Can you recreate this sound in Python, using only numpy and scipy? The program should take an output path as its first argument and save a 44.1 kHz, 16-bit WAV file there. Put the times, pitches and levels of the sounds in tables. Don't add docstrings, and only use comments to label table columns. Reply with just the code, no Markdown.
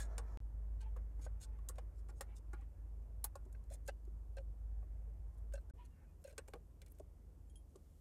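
import sys
import numpy as np
from scipy import signal
from scipy.io import wavfile
from scipy.ndimage import uniform_filter1d

SR = 44100
rng = np.random.default_rng(int(sys.argv[2]) if len(sys.argv) > 2 else 0)


def dump(signal):
    limited = np.clip(np.atleast_2d(signal).T, -1, 1)
    pcm = np.round(limited * 32767).astype(np.int16)
    wavfile.write(sys.argv[1], SR, pcm)


def linear_from_db(decibels):
    return 10 ** (np.asarray(decibels, float) / 20)


N = 353064
SPAN = 8192
GRIP_DB = 2.0

# frequency in Hz, level in dB, t60 in s.
BIT_MODES = [(6718, 2, 0.042), (7470, 3, 0.04), (8230, -1, 0.07), (8900, -2, 0.064), (9700, -4, 0.05)]
# frequency in Hz, level in dB, t60 in s.
BRACKET_MODES = [(3515, -4, 0.053), (4150, 2.5, 0.028), (4950, -21, 0.02), (5400, -2, 0.047)]
# frequency in Hz, level in dB, t60 in s.
SCREW_MODES = [(10180, 0, .029), (11330, -3, .033), (11600, -10, .045), (12280, -3, .027),
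               (12800, -9, .045), (13330, -15, .05), (14000, -7, .032)]
# frequency in Hz, level in dB, t60 in s.
CLACK_MODES = [(1580, 5, 0.033), (2300, -3.5, 0.052), (2480, -2, 0.057), (2880, -5, 0.074)]
# time in s, level in dB.
BOOM_LEVEL = [(0, -43), (1.2, -43.5), (1.75, -46), (2.3, -49), (3.4, -47.5), (4, -48), (4.6, -44),
              (5.6, -46), (5.85, -57), (6.1, -60.5), (6.9, -59), (7.4, -58.5), (8.01, -66)]
# start in s, end in s, fall time in s, return time in s.
DROPOUTS = [
    (.37345, .40292, .00001, .00001),
    (5.7106, 5.7362, .0012, .002),
]


def band_noise(lo_hz, hi_hz, size):
    band = signal.butter(2, [lo_hz, min(hi_hz, .45 * SR)], "band", fs=SR, output="sos")
    x = signal.sosfilt(band, rng.standard_normal(size))
    return x / np.std(x)


def walk(rate):
    k = int(SR / rate)
    held = np.repeat(rng.standard_normal(N // k + 1), k)
    return 1.36 * uniform_filter1d(uniform_filter1d(held, k), k)[:N]


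def over_time(curve):
    return np.interp(np.arange(N) / SR, *np.transpose(curve))


def low_pass(x, top_hz):
    return signal.sosfilt(signal.ellip(6, .3, 40, top_hz, fs=SR, output="sos"), x)


def load_db():
    return .8 * (over_time(BOOM_LEVEL) + 43)


def air(engine_db, fan_db, hiss_db):
    # frequency in Hz, density in dB per Hz.
    spectrum = [(25, -84), (50, -76), (100, -82.5), (160, -93.5), (520, -102), (3950, -132), (7000, -127),
                (15000, -128.5)]
    hz_points, density_db = np.transpose(spectrum)
    out, swell = 0, walk(1.8)
    for hz in 25 * 2 ** np.arange(0, 9.4, 1 / 3):
        db = np.interp(np.log(hz), np.log(hz_points), density_db) + 10 * np.log10(hz / 4)
        if hz < 130:
            db = db + 0.32 * engine_db
        elif hz < 3000:
            flow_share = min(hz / 800, 1, (1950 / hz) ** 7.2)
            db = db + flow_share * fan_db + 0.37 * swell + 1.5 * walk(9)
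        else:
            db = db + hiss_db
        out = out + linear_from_db(db - 0.5) * band_noise(hz / 1.16, hz * 1.108, N)
    return low_pass(out, 14200)


def engine():
    # time in s, depth in dB.
    lulls = [(0.29, -3.5), (0.51, -6), (0.81, -3.5), (1.12, -5.5), (1.43, -18), (1.58, -4.5), (1.93, -11.5),
             (2.22, -9), (2.42, -5.5), (2.749, -8.5), (3.08, -9), (3.36, -25), (3.47, -8), (3.64, -9),
             (3.77, -3), (4.0, -6), (4.26, -4.5), (4.56, -7), (4.86, -5.5), (5.19, -10.5), (5.35, -12.5),
             (5.48, -4.5), (5.64, -11), (5.99, -20), (6.231, -21), (6.77, -14), (7.19, -11), (7.34, -7),
             (7.73, -14)]
    # multiple of the idle rate, level in dB.
    idle_orders = [(3, -66.5), (6, -62), (7, -66.5), (12, -77.5)]
    # multiple of its rate, level in dB.
    slow_orders = [(6.3, -67.5), (7, -70), (13, -68.5), (15, -66), (17, -69)]
    idle_hz, slow_hz = 12.55, 6.46
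    boom_hz, late_boom_hz = 52.2, 51.4
    past_crest, past_zero = .45, .35
    lull_s = 0.029
    return_db, return_s = -13, .009

    t = np.arange(N) / SR
    phase = 2 * np.pi * np.cumsum(np.where(t < DROPOUTS[1][1], boom_hz, late_boom_hz)) / SR
    cut, back = (int(edge * SR) for edge in DROPOUTS[0][:2])
    before = t < np.mean(DROPOUTS[0][:2])
    phase -= np.where(before, phase[cut] - past_crest, phase[back] - np.pi / 2 - past_zero)
    boom_db = over_time(BOOM_LEVEL)
    boom_db += sum(db * np.exp(-((t - s) / lull_s) ** 2) for s, db in lulls)
    boom_db += return_db * np.exp(-abs(t - DROPOUTS[0][1]) / return_s)
    out = np.sqrt(2) * linear_from_db(boom_db + 0.93 * walk(9.8)) * np.cos(phase + 0.074 * walk(8.5))

    orders = [(k * idle_hz, db, k % 6 == 0) for k, db in idle_orders]
    orders += [(k * slow_hz, db, False) for k, db in slow_orders]
    load = load_db()
    for hz, order_db, firing in orders:
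        share = .15 if firing else 1
        turn = 2 * np.pi * hz * t + 0.82 * walk(3)
        out += np.sqrt(2) * linear_from_db(order_db + share * load + 0.56 * walk(4)) * np.sin(turn)
    return out


def gripped(modes, share):
    return [(hz, db, t60 * share) for hz, db, t60 in modes]


def ring(modes, scatter_db, edges_hz, dense_db, dense_t60, rise_ms=0.027, detune=0.0092, size=SPAN // 2):
    t = np.arange(size) / SR
    hz, db, t60 = np.transpose(modes)[:, :, None]
    chance = rng.standard_normal((2, len(modes), 1))
    hz = np.minimum(hz * (1 + detune * chance[1]), .45 * SR)
    lines = linear_from_db(db + scatter_db * chance[0]) * np.sin(2 * np.pi * hz * t) * linear_from_db(-60 * t / t60)
    wash = linear_from_db(dense_db - 60 * t / dense_t60) * band_noise(*edges_hz, size)
    rise = 1 - np.exp(-(t * 1000 / max(rise_ms, .01)) ** 2)
    return (lines.sum(axis=0) + wash) * rise


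def chatter(ms, soft, grain_db, lead_db=-19.5):
    u = np.arange(SPAN) / SR / (max(ms, .2) / 1000)
    shape = np.sin(np.pi * np.clip(u, 0, 1)) if soft else np.exp(-u ** 2 * 2)
    train = shape * rng.standard_normal(SPAN) * linear_from_db(grain_db * rng.exponential(size=SPAN))
    return train / np.sqrt(np.sum(train ** 2)) + linear_from_db(lead_db) * (u == 0)


def add(out, s, push, response, db):
    y = signal.fftconvolve(push, response)[:SPAN]
    top = np.sqrt(uniform_filter1d(y ** 2, size=176).max())
    i = int(max(s, 0) * SR)
    out[i:i + SPAN] += (y * linear_from_db(db) / top)[:N - i]


def rubs():
    # start in s, level in dB, length in ms, screw share in dB, plastic share in dB.
    strokes = [(0.0, -53, 30, -28, -10), (0.006, -56, 46, -33, -12), (0.796, -71, 42, -27, 2),
               (1.185, -75, 58, -8, -10), (1.209, -62.5, 63, -23, -10.5), (1.233, -69.5, 36, -19, -9),
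               (1.402, -60, 53.6, -22, -11.5), (1.739, -75, 69, -15, -3), (1.948, -78.5, 71, -17, -10),
               (2.089, -69.5, 18, -24, -7), (2.151, -76.5, 56, -16, -25), (2.35, -65, 39, -22, -16),
               (3.701, -67, 57, -17, -3.5), (3.723, -59, 36, -9, -36), (3.85, -68.5, 30, -10, -28),
               (3.872, -60, 32.4, -29, -1.5), (4.375, -85, 43, -14, -2), (5.329, -85, 22, -5, -20),
               (5.364, -80.5, 36, -3, -18), (5.547, -82.5, 73, -4, -14), (5.845, -73, 22, -18, -12),
               (6.2, -86, 40, 2, -23), (6.244, -74.5, 82, -4, 2), (6.9, -82, 99, -6, -20),
               (6.49, -84, 30, -3, -8), (6.54, -80, 30, -5, -6), (7.68, -87, 46, -4, -20)]
    out = np.zeros(N)
    for s, db, ms, screw_db, clack_db in strokes:
        held = np.repeat(rng.standard_normal(SPAN // 128), 128)
        clumps = linear_from_db(4.5 * uniform_filter1d(held, 96))
        push = chatter(ms, s > .01, 3.8) * clumps
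        bracket_db = db + 0.33 * clack_db - 4.0
        add(out, s, push, ring(gripped(BIT_MODES, 0.55), 2.5, (5800, 10500), 6, 0.022), db)
        bracket = ring(gripped(BRACKET_MODES, 0.63), GRIP_DB, (3400, 6200), 6, 0.042)
        add(out, s, push, bracket, bracket_db)
        add(out, s, push, ring(SCREW_MODES, 8.5, (10000, 13500), 4.1, 0.0081), db + screw_db)
        add(out, s, push, ring(CLACK_MODES, 1.3, (1500, 3600), 5.7, 0.028), db + clack_db)
    return out


def creaks():
    # start in s, level in dB, length in ms, pitch in Hz, brush in dB.
    squeaks = [(0.0, -54, 46, 1660, -1), (.04, -62.5, 127, 644, -2), (.2, -66, 270, 726, 2),
               (0.2, -72.5, 174, 1317, -9), (.05, -74, 180, 1690, -2), (.2, -75.5, 160, 1743, -4),
               (.06, -73, 140, 1310, -6), (.07, -81, 120, 6100, 5), (.24, -81, 140, 6150, 5),
               (1.418, -66, 29, 4300, 4), (1.5, -76, 79, 852, -14), (.805, -64.5, 87, 883, -13),
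               (0.799, -81, 100, 1920, 3), (1.42, -75, 120, 867, -13), (1.5, -81, 94, 2080, -2),
               (2.26, -76, 120, 830, -8), (2.261, -76.5, 88, 1720, 9), (2.551, -78.5, 104, 1910, -1),
               (2.57, -68.5, 44.4, 804, -7), (4.39, -58.5, 25, 526, -6), (5.041, -71.5, 90, 441, -15),
               (5.773, -63.5, 60, 972, -24.5), (5.8, -84, 89, 2490, -8), (5.76, -82, 120, 2900, 10),
               (5.75, -80, 130, 1800, 10), (5.772, -80, 40, 2960, -6), (5.89, -87.5, 57, 2800, -8),
               (6.0, -86, 35, 2165, -8), (6.02, -81, 40, 1610, -2), (6.01, -77, 38, 830, -8),
               (6.03, -87, 110, 2480, -8), (5.9, -80, 180, 1700, 12), (.8, -80, 110, 2500, 12),
               (2.27, -80, 90, 2400, 12), (2.55, -81, 110, 2400, 12), (6.815, -72, 20, 2250, 0),
               (6.86, -78, 25, 2250, 2), (6.075, -83.5, 39, 1280, 0), (6.549, -54, 14, 474, -3.5),
               (6.894, -78, 24, 9800, 9), (7.465, -87, 17, 7400, -15)]
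    sag_per_s = .33
    out = np.zeros(N)
    for s, db, ms, hz, brush_db in squeaks:
        over_db = -31 - 0.85 * brush_db
        modes = [(hz, 0, .045 - 0.0016 * brush_db), (2.55 * hz, over_db + 2.0, .07), (3.04 * hz, over_db + 3, .05)]
        push = chatter(ms, s > 0, 2.33)
        since = np.arange(SPAN) / SR - ms / 2000
        note = np.sin(2 * np.pi * hz * since * (1 - sag_per_s * since / 2))
        note = uniform_filter1d(abs(push), size=300) * note
        push = push + linear_from_db(min(-29 - brush_db, -15)) * note
        add(out, s, push, ring(modes, 0.42, (0.78 * hz, 1.23 * hz), brush_db, 0.048, detune=0), db)
    return out


def knocks():
    # start in s, first mode in dB, second mode in dB, upper modes in dB, contact in ms.
    blows = [(1.266, -55, -61, -85, 3.6), (3.549, -79, -68, -82, 4.3), (3.709, -59, -93, -79, 41),
             (3.746, -65.5, -91, -90, 2.1), (3.886, -47, -51, -57.5, 9.7),
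             (4.371, -54.5, -61.5, -66.5, 7.9), (4.386, -57, -67, -73, 2.7), (5.539, -50, -58.5, -72, 6.8),
             (5.553, -60, -63.5, -68, 8.1), (5.577, -61.5, -64.5, -74, 4.8), (5.699, -73.5, -70, -104, 11),
             (6.247, -53, -73, -69.5, 7.4), (6.278, -59, -67, -79, 4.5), (6.299, -67, -73, -86, 3.9),
             (6.309, -68, -77, -76, 3.8), (6.33, -67, -77, -84, 7.1), (6.383, -58.5, -56.5, -64, 9)]
    # start in s, level in dB.
    tinks = [
        (7.4975, -67),
        (7.557, -57),
        (7.572, -69),
    ]
    # frequency in Hz, level in dB, t60 in s.
    held_shaft = [(552, 0, .036), (1550, 0, .03), (2665, 0, .032), (4172, -6, .035), (5600, -14, .03)]
    # frequency in Hz, level in dB, t60 in s.
    free_shaft = [(3224, -5, 0.13), (5200, -13, 0.038), (6780, -6, 0.06), (7690, -17, 0.074),
                  (8560, -7, 0.09), (9150, -6, .035), (10050, -4, 0.11)]
    out = np.zeros(N)
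    for s, first_db, second_db, upper_db, ms in blows:
        push = chatter(6.2, False, 1.1, lead_db=-3.0)
        groups = (held_shaft[:1], first_db + 3.5), (held_shaft[1:2], second_db), (held_shaft[2:], upper_db)
        for modes, db in groups:
            edges_hz = .8 * modes[0][0], 1.2 * modes[-1][0]
            add(out, s - .003, push, ring(modes, .8, edges_hz, -11.0, .032, rise_ms=.9 * ms), db)
    for s, db in tinks:
        push = chatter(2.9, False, 1.5, lead_db=6.0)
        body = ring(free_shaft, 0.37, (4000, 11000), -9.0, 0.03, detune=0, size=SPAN)
        add(out, s, push, body, db - 6.5)
    return out


def thuds():
    # start in s, panel level in dB, panel frequency in Hz, ribs level in dB, chatter in ms.
    blows = [(0.005, -56, 520, -64, 20), (0.182, -48, 480, -54, 23), (0.964, -51, 480, -60, 10),
             (1.193, -54, 310, -66, 4.3), (1.264, -47, 546, -61.5, 2.6), (1.589, -68, 327, -68.5, 3.7),
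             (1.695, -49, 353, -56, 9), (1.783, -43, 548, -59, 10.6), (2.09, -56, 350, -61, 19),
             (2.209, -43.5, 565, -49, 8), (2.533, -47.5, 350, -53, 7.2), (2.62, -58.5, 288, -71, 4.4),
             (3.244, -56.5, 334, -50, 12), (3.355, -45, 565, -53.5, 4.1), (3.461, -52, 364, -87, 8.2),
             (4.076, -50.5, 344, -91, 12), (4.828, -61.5, 415, -72, 7), (6.381, -43.5, 460, -57, 13.4),
             (6.484, -51.5, 552, -77, 8.6), (6.537, -43.5, 520, -58, 11), (6.822, -60.5, 564, -91, 3.9),
             (6.999, -44, 398, -77, 10.4), (7.755, -49, 398, -70, 12.4)]
    # frequency in Hz, level in dB, t60 in s.
    rib_modes = [(830, 1.5, 0.069), (892, -6.5, 0.046), (1113, 7, 0.043), (1423, -7.5, 0.11)]
    out = np.zeros(N)
    for s, db, hz, ribs_db, ms in blows:
        push = chatter(ms, False, 1.6, lead_db=-6.0)
        panel = ring([(hz, 0, .045)], 0, (0.62 * hz, 1.45 * hz), -8, 0.054, rise_ms=3.4)
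        add(out, s - .002, uniform_filter1d(push, size=24), panel, db - 6.5)
        add(out, s - .002, push, ring(rib_modes, GRIP_DB, (700, 1700), -2.3, 0.087, rise_ms=0.59), ribs_db)
    return out


def cracks():
    # start in s, then bit, bracket, screw and
    # plastic clack levels in dB.
    slips = [(0.1808, -37, -47.5, -75, -52), (0.8118, -60, -99, -93, -100), (1.6875, -35, -55, -45.5, -66),
             (1.7833, -55, -65, -74, -59), (2.2088, -38, -51.5, -48.5, -57), (2.5323, -54, -83, -77, -88),
             (3.242, -35.5, -46, -31, -70.5), (3.3551, -50, -62, -63, -84), (3.5267, -58, -78, -69, -82),
             (3.8775, -42, -66, -61, -69), (4.368, -57.5, -67, -83, -76), (4.3819, -64, -74, -88, -61),
             (5.5239, -67, -83, -77, -68), (5.5366, -47, -67, -99, -71), (5.5542, -58, -62, -81, -74),
             (6.241, -54, -66.5, -65, -73), (6.2758, -54, -84, -82, -76), (6.3086, -67, -83, -80, -70),
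             (6.3801, -38.5, -51.5, -62, -50.5), (6.4832, -54, -78, -66, -61.5),
             (6.5358, -55, -61.5, -65, -53), (6.8174, -54, -60, -68, -64.5), (6.8624, -59, -69, -72, -76),
             (7.7579, -56.5, -67, -86, -90)]
    # start in s, bit level in
    # dB, screw level in dB.
    more_slips = [(0.9647, -62.5, -69), (1.1942, -75, -82), (1.587, -71.5, -89), (2.0864, -60, -78),
                  (2.611, -66, -88), (3.4527, -67.5, -83), (3.6386, -69, -81), (4.051, -68.5, -81),
                  (5.698, -64, -92), (6.296, -64, -72), (6.326, -62, -79), (6.4783, -57, -70),
                  (1.2167, -60, -75), (1.409, -60, -80), (6.7095, -79, -89), (6.8806, -64, -72),
                  (6.9198, -87, -56.5), (6.9855, -63.5, -69), (6.997, -59, -82)]
    loose_s, loose_share = 5.9, .74
    snap_db, snap_t60_s = -9, .014
    wash_db = 4.5
    out, size = np.zeros(N), SPAN // 8
    more_rows = [(s, db, db - 14, screw_db, db - 16) for s, db, screw_db in more_slips]
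    for s, bit_db, bracket_db, screw_db, clack_db in sorted(list(slips) + more_rows):
        ms = 5.47 + 0.05 * (bit_db + 51)
        ms *= loose_share if s > loose_s else 1
        push = chatter(ms, False, 7.0, lead_db=10.0)
        free = np.clip(ms / 6, .3, 1.2)
        bit = ring(gripped(BIT_MODES, free), GRIP_DB, (6000, 10500), wash_db, 0.042 * free)
        add(out, s, push, bit, bit_db - 10.0)
        snap = linear_from_db(-60 * np.arange(size) / SR / snap_t60_s) * band_noise(1800, 14500, size)
        add(out, s, push, snap, bit_db + snap_db - 10.5)
        bracket = ring(gripped(BRACKET_MODES, free), GRIP_DB, (3400, 6200), wash_db, 0.056 * free)
        add(out, s, push, bracket, bracket_db - 5)
        screw = ring(gripped(SCREW_MODES, free), 2.1, (9500, 14600), -1.9, 0.049 * free, detune=0.00081)
        add(out, s, push, screw, screw_db - 4.5)
        clack = ring(gripped(CLACK_MODES, free), GRIP_DB, (1500, 3500), wash_db, 0.032 * free)
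        add(out, s, push, clack, clack_db)
    return out


def scene():
    # time in s, level in dB.
    flow = [
        (0, 14.5),
        (.37, 11),
        (.41, 2.5),
        (1.5, 3.5),
        (2.7, 0.5),
        (5.7, 0.5),
        (5.74, -2.5),
        (8.01, -4),
    ]
    stretch_hiss = 2, 0.13, 0.7
    t = np.arange(N) / SR
    stretch = np.searchsorted([edge[1] for edge in DROPOUTS], t)
    rustle_db = 10.5 * np.maximum(t - 7.6, 0)
    hiss_db = np.array(stretch_hiss)[stretch] + rustle_db
    tool = cracks() + thuds() + knocks() + rubs() + creaks()
    return (tool + engine() + air(load_db(), over_time(flow), hiss_db))[None]


def band_limit(x):
    return signal.sosfilt(signal.butter(12, 16520, fs=SR, output="sos"), x)


def record(dry):
    t = np.arange(N) / SR
    gates = [np.clip(np.maximum((start - t) / fall, (t - end) / back), 0, 1)
             for start, end, fall, back in DROPOUTS]
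    mix = low_pass(dry, 16000) * np.prod(gates, axis=0)
    return band_limit(mix)


dry = scene()
out = record(dry)
dump(out)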